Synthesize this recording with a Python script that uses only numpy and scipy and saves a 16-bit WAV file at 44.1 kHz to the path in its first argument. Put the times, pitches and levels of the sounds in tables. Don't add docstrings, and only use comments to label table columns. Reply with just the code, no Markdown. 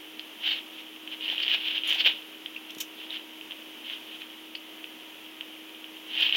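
import sys
import numpy as np
from scipy import signal
from scipy.fft import rfft, irfft
from scipy.io import wavfile

SR = 44100
rng = np.random.default_rng(int(sys.argv[2]) if len(sys.argv) > 2 else 0)


def master_out(mix):
    frames = np.transpose(np.atleast_2d(mix))
    ceiling = np.clip(frames, -1, 1)
    pcm = np.round(ceiling * 32767).astype(np.int16)
    wavfile.write(sys.argv[1], SR, pcm)


N = 280476
TIME = np.arange(N) / SR

# frequency_hz, relative_db
MIC_COLOUR = [(100, -59), (300, -30), (750, -23.5), (1250, -26), (1700, -17), (2200, -12), (2650, -2.5),
              (3080, 3), (3600, -6.5), (4400, -22), (5400, -31), (8300, -54), (11000, -66), (14500, -34)]
# start_s, level_db
FUR_SNAGS = [(1.209, -22.5), (1.28, -18), (1.2997, -16), (1.38, -16.5), (1.4798, -11), (1.515, -10),
             (1.7795, -13), (1.8354, -16), (2.048, -11), (6.1759, -13), (6.2943, -13.5), (6.325, -8)]


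def amp(db):
    return 10 ** (np.asarray(db) / 20)


def unit_rms(x):
    return x / np.sqrt(np.mean(x ** 2) + 1e-20)


def unit_peak(x):
    return x / abs(x).max()


def add(mix, start_s, sound):
    part = mix[max(round(start_s * SR), 0):][:len(sound)]
    part += sound[:len(part)]


def colour(x, spectrum, size=4096):
    hz, db = np.transpose(spectrum)
    bins_hz = abs(np.fft.fftfreq(size, 1 / SR))
    log_gain = np.log(amp(np.interp(np.log(bins_hz + 1), np.log(hz), db)))
    response = np.exp(np.conj(signal.hilbert(log_gain)))
    taps = np.fft.ifft(response).real[:size // 2]
    return signal.oaconvolve(x, taps / np.linalg.norm(taps))[:len(x)]


def drift(rate_hz):
    lowpass = np.exp(-(np.fft.rfftfreq(N, 1 / SR) / rate_hz) ** 2)
    return unit_rms(irfft(rfft(rng.standard_normal(N)) * lowpass, N))


def ring(hz, decay_s):
    t = np.arange(SR // 10) / SR
    return np.exp(-t / decay_s) * np.sin(2 * np.pi * hz * t)


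def room_tone(level_db=-46, swell_db=0.37):
    # frequency_hz, relative_db
    spectrum = [(65, -39.5), (175, -20.5), (235, -4), (275, -7), (370, -5), (750, -10.5), (1500, -12.5),
                (2200, -8.5), (3100, 1), (4200, -19.5), (6500, -22), (8000, -29.5), (9500, -23),
                (15000, -20)]
    air = unit_rms(colour(rng.standard_normal(N), spectrum))
    return air * amp(level_db + swell_db * drift(3.5))


def appliance_hum(waver_db=1.2, wander_hz=0.54):
    # pitch_hz, rms_db
    partials = [(119, -82.5), (315.8, -53), (947, -67.5), (1263, -74.5)]
    out = np.zeros(N)
    for hz, db in partials:
        level = np.sqrt(2) * amp(db + waver_db * drift(6.4))
        pitch_hz = hz + wander_hz * drift(3.56)
        out += level * np.sin(2 * np.pi * np.cumsum(pitch_hz) / SR)
    return out


def echoes(x, wall_db=-14, wall_s=0.0032, far_db=-17, far_s=0.014, tail_db=-10, t60_s=0.12):
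    t = np.arange(SR // 3) / SR
    tail = rng.standard_normal(len(t)) * amp(-60 * t / t60_s) * (t > wall_s)
    taps = amp(tail_db) * tail / np.linalg.norm(tail)
    add(taps, wall_s, amp([wall_db]))
    add(taps, far_s, amp([far_db]))
    return signal.oaconvolve(x, taps)[:N]


def box_bumps(low_cut_hz=170):
    # start_s, level_db, pitch_hz, decay_s
    knocks = [(1.326, -36.5, 796, 0.0018), (1.956, -40.5, 780, .002), (2.061, -32.5, 500, 0.0016),
              (2.072, -36, 806, 0.0026), (2.768, -34.5, 326, 0.00073)]
    out, t = np.zeros(N), np.arange(SR // 10) / SR
    for start_s, db, hz, decay_s in knocks:
        swell = np.e * t / decay_s
        add(out, start_s, amp(db) * swell * ring(hz, decay_s))
    return signal.sosfilt(signal.butter(3, low_cut_hz, "highpass", fs=SR, output="sos"), out)


def collar_tag():
    # start_s, level_db
    taps = [(1.875, -34.5), (1.893, -43), (1.908, -52), (1.931, -45), (6.205, -44)]
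    # pitch_hz, relative_db, t60_s
    modes = [(6030, -13, .03), (6900, -9, 0.045), (10470, 0.5, 0.021), (14200, -7, .02)]
    tinkle = sum(amp(db) * ring(hz, t60_s / np.log(1000)) for hz, db, t60_s in modes)
    out = np.zeros(N)
    for start_s, db in taps:
        add(out, start_s, amp(db) * tinkle)
    return out


def close_rustles():
    # start_s, level_db, rise_s, decay_s
    bursts = [(1.871, -42.5, 0.026, .025), (1.93, -46, 0.00085, .012), (1.946, -41.5, .001, 0.0083),
              (2.706, -40, .001, .002), (2.7492, -33.5, 0.00029, 0.00074), (2.783, -37, .001, 0.005),
              (2.801, -27, 0.0044, 0.0091), (2.8104, -27.5, 0.00091, 0.004)]
    # frequency_hz, relative_db
    spectrum = [(200, -30), (1800, -15), (3200, 8), (4500, -10.5), (6000, 0), (8500, -13.5), (11000, -13),
                (14000, -3.5), (16000, -17)]
    out, t = np.zeros(N), np.arange(SR // 10) / SR
    for start_s, db, rise_s, decay_s in bursts:
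        envelope = np.minimum(t / rise_s, 1) * np.exp(-np.maximum(t - rise_s, 0) / decay_s)
        add(out, start_s, amp(db) * envelope * rng.standard_normal(len(t)))
    return colour(out, spectrum)


def mouth_ticks(ticks_per_s=5, tick_db=-35, spread_db=2, mouth_hz=3000, decay_s=0.00047):
    tick = unit_peak(colour(ring(mouth_hz, decay_s), MIC_COLOUR))
    sizes = amp(tick_db + spread_db * rng.uniform(-1, 1, N))
    onsets = rng.random(N) < ticks_per_s / SR
    return signal.oaconvolve(sizes * onsets, tick)[:N]


def tongue_noises():
    # start_s, level_db, length_s, centre_hz, width_hz
    bursts = [(0.193, -37, 0.0047, 4250, 550), (0.427, -46.5, 0.16, 4300, 450),
              (0.49, -37, 0.051, 3640, 70), (1.422, -38, 0.02, 4500, 800), (1.978, -37, 0.055, 4460, 815),
              (2.558, -33, .014, 2660, 400), (3.103, -35, 0.0067, 3690, 250),
              (4.551, -37.5, 0.0076, 4530, 450)]
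    out = np.zeros(N)
    for start_s, db, length_s, hz, width_hz in bursts:
        band = signal.butter(2, [hz - width_hz / 2, hz + width_hz / 2], "bandpass", fs=SR, output="sos")
        noise = unit_rms(signal.sosfilt(band, rng.standard_normal(SR // 4)))
        burst = noise[-round(length_s * SR):]
        add(out, start_s, amp(db) * burst * np.hanning(len(burst)))
    return out


def tongue_smacks(gain_db=-1, mouth_decay_s=0.00031, pop_db=-9, pop_hz=2150):
    # start_s, level_db, mouth_hz
    smacks = [(0.195, -20, 3230), (1.076, -22.5, 2730), (1.1193, -27, 3000), (1.433, -15, 3600),
              (1.449, -18, 3100), (2.4605, -18.5, 3370), (3.106, -23, 3130), (3.169, -22, 3400),
              (3.4115, -25.5, 2710), (3.5094, -22.5, 3130), (3.52, -22.5, 2980), (3.899, -18, 3020),
              (4.219, -22, 2940), (4.5511, -23, 2560), (4.5542, -20.5, 2880), (4.8424, -22, 2600),
              (5.4095, -18.5, 2980), (5.843, -25.5, 2860)]
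    pop = amp(pop_db) * unit_peak(colour(ring(pop_hz, decay_s=0.0004), MIC_COLOUR))
    out = np.zeros(N)
    for start_s, db, mouth_hz in smacks:
        mouth = unit_peak(colour(ring(mouth_hz, mouth_decay_s), MIC_COLOUR))
        add(out, start_s, amp(db + gain_db) * unit_peak(mouth + pop))
    return out


def fur_snags(gain_db=-1.5, click_hz=2950, decay_s=0.00065):
    click = unit_peak(colour(ring(click_hz, decay_s), MIC_COLOUR))
    out = np.zeros(N)
    for start_s, db in FUR_SNAGS:
        add(out, start_s, amp(db + gain_db) * click)
    return out


def sticking(hush_db=-7, hold_s=0.0027):
    caught = sum(np.exp(-abs(slip_s - TIME) / hold_s) * (TIME < slip_s) for slip_s, _ in FUR_SNAGS)
    return amp(hush_db * caught)


def pressure(start_s, length_s, db, crest_share, touch_s=0.014, lift_s=0.03, ends_db=-8.5, arch=1.42):
    crest_s, end_s = start_s + crest_share * length_s, start_s + length_s
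    off_crest = np.interp(TIME, [start_s, crest_s, end_s], [1, 0, 1])
    fade = np.maximum(start_s - TIME, 0) / touch_s + np.maximum(TIME - end_s, 0) / lift_s
    return amp(db + ends_db * off_crest ** arch) * np.exp(-fade)


def fur_strokes(gain_db=0.37, catches_per_s=520, spread_db=1.5, catch_share=0.45, judder_db=1.17):
    # start_s, length_s, level_db, crest_share (0-1 of the length)
    strokes = [(0.428, 0.15, -26.5, 0.31), (0.717, 0.11, -43, 0.8), (1.107, 0.04, -36, 0.86),
               (1.213, 0.14, -29.5, 0.8), (1.36, 0.083, -28.5, 0.97), (1.46, 0.11, -23.5, 0.75),
               (1.606, 0.14, -28.5, 0.63), (1.741, 0.053, -28, 0.43), (1.846, 0.14, -25, 0.5),
               (1.982, 0.038, -22.5, 0.64), (2.051, 0.036, -16.5, 0.32), (2.094, 0.13, -41, 0.05),
               (2.694, 0.016, -38.5, 0.65), (2.97, 0.11, -43, 0.33), (3.103, 0.07, -33.5, 0.77),
               (3.845, 0.12, -37, 0.7), (4.06, 0.11, -43, 0.9), (4.205, 0.028, -40, 0.6),
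               (6.095, 0.065, -32.5, 0.86), (6.17, 0.14, -23, 0.4), (6.334, 0.035, -24.5, 0.5)]
    envelope = np.sqrt(sum(pressure(*stroke) ** 2 for stroke in strokes))
    sizes = amp(spread_db * np.minimum(rng.exponential(1, N), 3)) * rng.choice([-1, 1], N)
    catches = unit_rms(sizes * (rng.random(N) < catches_per_s / SR))
    sliding = np.sqrt(catch_share) * catches + np.sqrt(1 - catch_share) * rng.standard_normal(N)
    juddering = unit_rms(sliding * amp(judder_db * drift(100)))
    return amp(gain_db) * colour(envelope * sticking() * juddering, MIC_COLOUR)


def scene(friction_send_db=-4):
    friction = fur_strokes()
    mouths = tongue_smacks() + mouth_ticks() + tongue_noises()
    clicks = mouths + fur_snags() + close_rustles() + box_bumps() + collar_tag()
    background = room_tone() + appliance_hum()
    reflections = echoes(clicks + amp(friction_send_db) * friction)
    return (background + friction + clicks + reflections)[None]


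def record(dry, edge_hz=15950):
    taps = signal.firwin(1023, edge_hz, window=("kaiser", 9), fs=SR)
    return signal.oaconvolve(dry, taps[None], "same")


dry = scene()
out = record(dry)
master_out(out)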